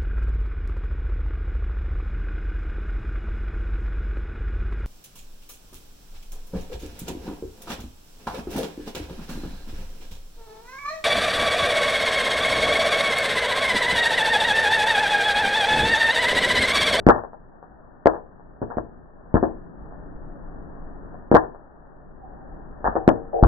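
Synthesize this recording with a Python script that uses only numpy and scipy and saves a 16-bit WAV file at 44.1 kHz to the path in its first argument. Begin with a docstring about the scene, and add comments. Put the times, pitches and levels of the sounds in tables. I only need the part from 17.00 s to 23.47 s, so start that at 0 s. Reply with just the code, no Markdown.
"""A kitchen, close to a hot metal pan: corn pops in slow motion, so that everything is deep and dull.
Each burst of steam is one pressure pulse that echoes between the pan's walls, rings the air inside and
dies away in the room. Kernels landing in the pan are softer pulses; the metal rings as decaying modes.
Coloured noise sizzles softly underneath as oil, with faint hum and leaking steam.
The loudest pops overload into a brief crackle."""
import sys
import numpy as np
from scipy import signal
from scipy.fft import rfft, irfft, next_fast_len
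from scipy.io import wavfile
from scipy.ndimage import map_coordinates

SR = 44100
rng = np.random.default_rng(int(sys.argv[2]) if len(sys.argv) > 2 else 0)


def master_out(mix):
    """Clip the mix to full scale and print it as 16-bit PCM to the path in sys.argv[1]."""
    frames = np.transpose(np.atleast_2d(mix))
    ceiling = np.clip(frames, -1, 1)
    pcm = np.round(ceiling * 32767).astype(np.int16)
    wavfile.write(sys.argv[1], SR, pcm)


N = 285327  # length in samples
BAND_HZ = 1840  # upper band edge left by the slow motion


def amp(db):
    """Level law: decibels to amplitude gain."""
    return 10 ** (np.asarray(db) / 20)


def unit(x):
    """Normalisation: scale to an rms of 1."""
    return x / np.sqrt(np.mean(x ** 2) + 1e-20)


def along(points, hz):
    """Interpolation on a logarithmic frequency axis through (Hz, value) points."""
    f, value = np.transpose(points)
    return np.interp(np.log(hz + 1), np.log(f + 1), value)


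def wobble(rate):
    """Smooth random modulation: a curve through random knots, rate of them a second."""
    knots = rng.standard_normal(int(N * rate / SR) + 4)
    return map_coordinates(knots, [np.arange(N) * rate / SR])


def filtered(x, response):
    """Linear filtering: the spectrum of x times a complex response of frequency."""
    n = x.shape[-1]
    padded = next_fast_len(n + 8192)
    spectrum = rfft(x, padded) * response(np.fft.rfftfreq(padded, 1 / SR))
    return irfft(spectrum, padded)[..., :n]


def add(track, s, sound):
    """Superposition: mix a sound into a track at s seconds, cutting what falls outside."""
    start = round(s * SR)
    sound = sound[..., max(-start, 0):]
    part = track[..., max(start, 0):][..., :sound.shape[-1]]
    part += sound[..., :part.shape[-1]]


def slowed(hz):
    """Frequency scaling: slow motion leaves almost nothing above a low band edge."""
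    return 1 / np.sqrt(1 + (hz / BAND_HZ) ** 60)


def ringing(modes, t, scatter_db):
    """Modal decay: modes of random strength for each blow, with random phases in each channel."""
    hz, db, t60 = np.transpose(modes)[:, :, None]
    wave = amp(db - 60 * t / t60) * np.exp(2j * np.pi * hz * t)
    strength = amp(scatter_db * rng.standard_normal((2, len(modes))))
    phase = np.exp(2j * np.pi * rng.random((2, len(modes))))
    return ((strength * phase) @ wave).real


# Likeness of the two channels in noise. Each row: frequency in Hz, correlation from -1 to 1.
LIKENESS = [(25, 0.88), (60, 1), (120, -0.048), (200, -0.38), (370, 0.18), (470, -0.091), (700, 0.37),
            (1000, -0.099), (1900, 0.024)]


def noise_pair(spectrum, count):
    """Interchannel coherence: coloured stereo noise of rms 1 whose likeness varies with frequency."""
    def colour(hz):
        angle = np.arccos(np.clip(along(LIKENESS, hz), -1, 1)) / 2
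        return amp(along(spectrum, hz)) * slowed(hz) * np.array([np.cos(angle), np.sin(angle)])

    mid, side = filtered(rng.standard_normal((2, count)), colour)
    return unit(np.array([mid + side, mid - side]))


FRONT_PER_PITCH = 0.3  # a higher pulse has a sharper front


def burst(pitch_hz, base_front_hz):
    """Pressure release: one pulse of peak 1, a sharp dip and then a broader push."""
    kick = np.zeros(SR // 20)
    kick[0] = 1
    front_hz = base_front_hz + FRONT_PER_PITCH * pitch_hz

    def response(f):
        puff = -1j * f * pitch_hz / (pitch_hz ** 2 - f ** 2 + 1j * f * pitch_hz)
        front = front_hz ** 2 / (front_hz ** 2 - f ** 2 + 1.2j * f * front_hz)
        return puff * front

    pulse = filtered(kick, response)
    return pulse / np.abs(pulse).max()


# Kernels bursting. Each row: start in seconds, peak of the direct pulse in dB, pitch in Hz,
# weakening of the right channel in dB, kick on the pan's bottom in dB.
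POPS = [(-0.08, -8, 152, 1, -38), (0.0668, 5.5, 208, 0.5, -17.5), (1.0583, 3, 455, 2.5, -27.5),
        (1.6174, -16.5, 207.6, -1.5, -42.5), (1.703, -30.5, 800, -8.5, -62), (1.771, -15, 243, -4, -33.5),
        (2.3422, -0.5, 163.7, 4, -17), (2.4284, -3, 280, 5, -41.5), (4.3156, 0.5, 284, 0, -19.5),
        (4.343, 1, 280, -1.5, -22), (5.8439, -12.5, 826, -1, -27.5), (5.8648, -12.5, 917, -5.5, -27.5),
        (5.955, -10, 473, 1, -31), (6.078, 5, 242, -3.5, -35), (6.4268, 0.5, 172, 8, 0.5)]
# ring of a full-scale burst in dB; weaker bursts lie further off and ring more
POP_RING_DB, RING_DB_PER_DB = -0.82, 0.41


def bursts():
    """Sudden expansion: steam breaks out in a deep pulse, as (s, pulse, ring dB, right weakening dB)."""
    return [(s, amp(db) * burst(pitch_hz, base_front_hz=620), POP_RING_DB - RING_DB_PER_DB * db, right_weaker_db)
            for s, db, pitch_hz, right_weaker_db, _ in POPS]


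# The hull tearing further after a burst. Each row: start in seconds, peak of the direct pulse in dB,
# pitch in Hz, weakening of the right channel in dB.
SNAPS = [(0.0879, 7, 550, 1.5), (0.0937, 4, 330, 4), (0.0975, 3.5, 1090, 3), (0.1028, -1.5, 1114, 1.5),
         (0.1075, -3, 825, 16), (1.0729, 1, 555, 5), (1.7841, -9, 710, 18), (2.3556, -5.5, 260.6, 5),
         (2.358, -10.5, 1400, 4), (2.3689, -9, 910, 3), (4.3497, 5, 515, 2), (4.3541, 0.5, 629, 6),
         (4.3587, 1.5, 793, 5), (4.3675, 1.5, 1093, 7), (5.8772, -12, 1058, 10), (5.884, -14, 199.5, 0),
         (6.09, 6.5, 646, 16), (6.437, -0.5, 702, 3.5)]
# a snap closer to the left is also drier
SNAP_RING_DB, DRY_DB_PER_DB = -6, 0.9


def snaps():
    """Fracture: the hull tears on in drier, sharper pulses."""
    return [(s, amp(db) * burst(pitch_hz, base_front_hz=826),
             SNAP_RING_DB - DRY_DB_PER_DB * right_weaker_db, right_weaker_db)
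            for s, db, pitch_hz, right_weaker_db in SNAPS]


# Kernels landing in the pan. Each row: start in seconds, peak of the direct pulse in dB.
KNOCKS = [(0.1486, -12.5), (0.1724, -20), (0.1811, -19), (0.2375, -20), (0.2498, -37), (0.3326, -27),
          (0.6279, -29.5), (1.136, -18.5), (1.1553, -20.5), (1.178, -28), (1.3971, -36), (1.7268, -27.5),
          (1.745, -29), (2.9236, -31), (3.78, -37), (4.144, -30.5), (4.4368, -20), (4.5476, -29),
          (5.916, -19.5)]
KNOCK_HZ, KNOCK_SPREAD = 760, 0.12  # typical pitch; its scatter in octaves
KNOCK_RING_DB, KNOCK_RIGHT_WEAKER_DB = -5.5, 3.5


def knocks():
    """Impact: tossed kernels land with light, much alike taps."""
    pitches = KNOCK_HZ * 2 ** (KNOCK_SPREAD * rng.standard_normal(len(KNOCKS)))
    return [(s, amp(db) * burst(pitch_hz, base_front_hz=560), KNOCK_RING_DB, KNOCK_RIGHT_WEAKER_DB)
            for (s, db), pitch_hz in zip(KNOCKS, pitches)]


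# Early echoes off the pan's walls. Each row: delay in seconds, relative left gain, relative right gain.
WALLS = [(.0087, 0.89, 0.16), (0.0092, 0.19, -0.17), (0.012, -0.96, -0.0031), (0.0133, -0.59, 0.27),
         (0.0204, -0.14, 0.19), (0.0269, -0.17, .06)]


def wall_echoes(pulse, low_cut_hz):
    """Specular reflection: the walls send back thinner copies of a pulse."""
    thin = filtered(pulse, lambda f: 1j * f / (low_cut_hz + 1j * f))
    echoes = np.zeros((2, 2 * len(pulse)))
    for delay, left, right in WALLS:
        add(echoes, delay, np.outer([left, right], thin))
    return echoes


# Colour of the diffuse tail. Each row: frequency in Hz, relative level in dB per Hz.
TAIL = [(25, 2.5), (60, 0.5), (110, -5.5), (160, -6.5), (230, -7), (340, -5.5), (700, -1.5), (1000, 2),
        (1400, -1), (1900, 7.5)]
# Decay of the kitchen. Each row: frequency in Hz, t60 in seconds.
KITCHEN = [(60, 0.48), (160, 0.41), (420, .4), (1100, 0.32), (1900, 0.32)]
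# Modes of the air in the pan. Each row: frequency in Hz, relative level in dB, t60 in seconds.
AIR = [(117.8, -6.5, 0.33), (233.7, -10.5, 0.37), (317.6, 2, 0.24), (345, -5.5, 0.37), (413.5, -8, 0.38),
       (466, -5, 0.36), (613.6, 4, 0.18), (681.5, 1, 0.3), (756, -6.5, 0.29), (812, -12.5, 0.44),
       (900, 3, 0.12), (1019, -6, 0.38), (1130, -9.5, 0.31), (1220, -10.5, .3), (1400, -17, 0.42),
       (1700, -8, .28)]


def reverberation(t, scatter_db, scatter_t60, room_db, air_db, build_s):
    """Diffuse field: dense scatter in the pan dies fast; the pan's air and the kitchen ring on."""
    scatter = amp(scatter_db - 60 * t / scatter_t60) * noise_pair(TAIL, len(t))
    hz, when, cells = signal.stft(noise_pair(TAIL, len(t)), SR, nperseg=512)
    decay = amp(-60 * when / along(KITCHEN, hz)[:, None])
    room = signal.istft(cells * decay, SR, nperseg=512)[1][:, :len(t)]
    air = ringing(AIR, t, scatter_db=3)
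    build_up = 1 - np.exp(-(t / build_s) ** 2)
    return (scatter + amp(room_db) * room + amp(air_db) * air) * build_up


def hollow(hz, dip_hz, width_hz, depth):
    """Resonant absorption: the pan swallows part of one low band of every pulse."""
    return 1 - depth * 1j * hz * width_hz / (dip_hz ** 2 - hz ** 2 + 1j * hz * width_hz)


def in_pan(pulses, lag_s, left_db, right_db):
    """Propagation: each pulse arrives directly, later on the left, then as echoes and reverberation."""
    out, t = np.zeros((2, N)), np.arange(SR // 3) / SR
    for s, pulse, ring_db, right_weaker_db in pulses:
        add(out[0], s + lag_s / 2, pulse)
        add(out[1], s - lag_s / 2, amp(-right_weaker_db) * pulse)
        add(out, s, amp(ring_db / 2) * wall_echoes(pulse, low_cut_hz=430))
        tail = reverberation(t, scatter_db=-36.0, scatter_t60=0.11, room_db=-49.0, air_db=-57.5, build_s=0.0056)
        rung = signal.fftconvolve(pulse[None], tail, axes=1)
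        add(out, s, amp(ring_db) * amp([[left_db], [right_db]]) * rung)
    return filtered(out, lambda hz: hollow(hz, dip_hz=147, width_hz=34, depth=0.33))


# Swings of the pan's bottom. Each row: frequency in Hz, relative level in dB, share of the kick's t60.
BOTTOM = [(49, 0, 0.9), (84, -1, 0.5), (112.7, -10, 1)]
# decay in seconds after a full-scale kick; gentler kicks swing longer
KICK_T60, KICK_DAMPING_PER_DB = 0.2, 0.0152


def thumps(rise_s):
    """Plate vibration: each burst kicks the pan's bottom, which swings like a slack drum."""
    out, t = np.zeros(N), np.arange(SR // 2) / SR
    for s, *_, kick_db in POPS:
        t60 = KICK_T60 * np.exp(-KICK_DAMPING_PER_DB * kick_db)
        swing = sum(amp(level_db - 60 * t / (share * t60)) * np.sin(2 * np.pi * hz * t)
                    for hz, level_db, share in BOTTOM)
        add(out, s, amp(kick_db) * swing * (1 - np.exp(-t / rise_s)))
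    return out


# The pan's metal ringing, set off by a pop or a striking kernel.
# Each row: start in seconds, relative strength in dB.
CLANGS = [(5.8643, -43), (6.09, -31), (6.331, -29.5), (6.3426, -24), (6.362, -30.5), (6.388, -28.5)]
# Modes of the pan's metal. Each row: frequency in Hz, relative level in dB, t60 in seconds.
METAL = [(344, -6, 1), (428, -6, .5), (462, -0.5, 0.9), (465, -12, 0.86), (587, -5.5, 0.16),
         (564, -4, 0.77), (638.5, 6, 0.16), (720, 0.5, 0.33), (783, 1, 0.29), (757, -3, 0.36),
         (895, -11, .12)]


def clangs(right_db):
    """Modal excitation: the pan's metal rings, set off by a pop or a striking kernel."""
    out, t = np.zeros((2, N)), np.arange(SR // 2) / SR
    onset = 1 - np.exp(-t / 0.00058)
    for s, db in CLANGS:
        add(out, s, amp(db) * ringing(METAL, t, scatter_db=-2.0) * onset)
    return out * amp([[0], [right_db]])


# How hard the oil simmers, in stretches joined by straight lines.
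# Each row: time in seconds, simmer strength in dB.
SIMMER = [
    [(0.7, -53.5), (1.0, -54)],
    [(1.95, -49), (2.106, -54), (2.28, -51)],
    [(2.65, -46), (3.012, -44), (4.1, -45)],
    [(4.7, -54), (5.556, -46), (5.75, -46)],
]
CALM_DB = -54  # simmer strength counted as calm


def simmer_level(calm_db, growth):
    """Common drive: a layer's level in dB, calm_db plus growth dB for each dB of simmer."""
    s, strength_db = np.transpose(np.concatenate(SIMMER))
    return calm_db + growth * (np.interp(np.arange(N) / SR, s, strength_db) - CALM_DB)


# Colours of the simmer's three layers. Each row: frequency in Hz, relative level in dB per Hz.
RUMBLE = [(8, -3.5), (25, 6.5), (40, -5.5), (58, -2.5), (80, -14.5), (130, -22), (300, -66)]
BUBBLING = [(40, -22.5), (90, -5.5), (170, 2), (300, -4.5), (450, -7.5), (700, -23.5), (1500, -50.5)]
SIZZLE = [(200, -14.5), (450, -4.5), (620, 0.5), (780, -1), (1000, -5), (1400, -9.5), (1900, -13.5)]


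def simmer(grain_db):
    """Modulated noise: oil bubbles and sizzles in small uneven spurts over a low rumble."""
    low_level = simmer_level(calm_db=-52, growth=1.185) + 0.85 * wobble(11)
    low = amp(low_level) * noise_pair(RUMBLE, N)
    body_level = simmer_level(calm_db=-53, growth=0.96) + 0.33 * wobble(25)
    body = amp(body_level) * noise_pair(BUBBLING, N)
    spurts = unit(amp(grain_db * wobble(280) + 1.7 * wobble(4.08)))
    fizz = amp(simmer_level(calm_db=-55.0, growth=0.66)) * spurts * noise_pair(SIZZLE, N)
    # every layer leans to the left
    return low * amp([[.8], [-.8]]) + body * amp([[.9], [-.9]]) + fizz * amp([[2.5], [-2.5]])


# The pan's faint hum. Each row: frequency in Hz, relative level in dB.
HUM = [(167, -5), (280, -4.5), (312, -7), (560, -15)]


def hum(drift):
    """Phase modulation: a few faint low tones that waver, by drift in radians, and rise with the simmer."""
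    t = np.arange(N) / SR
    tones = sum(amp(db) * np.sin(2 * np.pi * hz * t + drift * wobble(7)) for hz, db in HUM)
    return np.sqrt(2) * amp(simmer_level(calm_db=-69, growth=1.85)) * tones


# Steam leaking from a hull before it bursts.
# Each row: time of full flow in seconds, length held in seconds, level in dB before the lean to the left.
LEAKS = [(5.247, 0.086, -48), (5.451, 0.16, -58), (5.908, 0.16, -39)]
LEAK_ATTACK_S, LEAK_RELEASE_T60 = 0.088, 0.74  # both in seconds


def steam(centre_hz, width_hz):
    """Resonant jet noise: a soft, narrow whistle of steam; each leak opens, holds and fades."""
    t = np.arange(N) / SR
    flow = np.zeros(N)
    for s, length, db in LEAKS:
        opening = np.clip((t - s) / LEAK_ATTACK_S + 1, 0, 1)
        flow += opening * amp(db - 60 * np.maximum(t - s - length, 0) / LEAK_RELEASE_T60)
    resonance = lambda f: 1j * f * width_hz / (centre_hz ** 2 - f ** 2 + 1j * f * width_hz)
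    return flow * unit(filtered(noise_pair(SIZZLE, N), resonance)) * amp([[1.5], [-1.5]])


def scene():
    """Superposition of sources: pops, knocks and simmering oil in one pan."""
    corn = in_pan(bursts() + snaps() + knocks(), lag_s=0.00017, left_db=7.0, right_db=2.0)
    hits = corn + thumps(rise_s=0.0069) + clangs(right_db=-4.5)
    return filtered(hits, slowed) + simmer(grain_db=0.74) + hum(drift=.45) + steam(centre_hz=772, width_hz=27)


def record(dry):
    """Saturation: loud pops flatten near full scale, which adds their only treble, a mellow crackle."""
    hardness = 16
    clipped = dry / (1 + np.abs(dry) ** hardness) ** (1 / hardness)
    # Treble response. Each row: frequency in Hz, gain in dB.
    treble = [(1900, 0), (2600, -8.5), (4500, -0.5), (7500, 0.0), (12000, 0.5)]
    top_hz = 17000
    band_limit = lambda hz: 1 / np.sqrt(1 + (hz / top_hz) ** 40)
    return filtered(clipped, lambda hz: amp(along(treble, hz)) * band_limit(hz))


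dry = scene()
out = record(dry)
master_out(out)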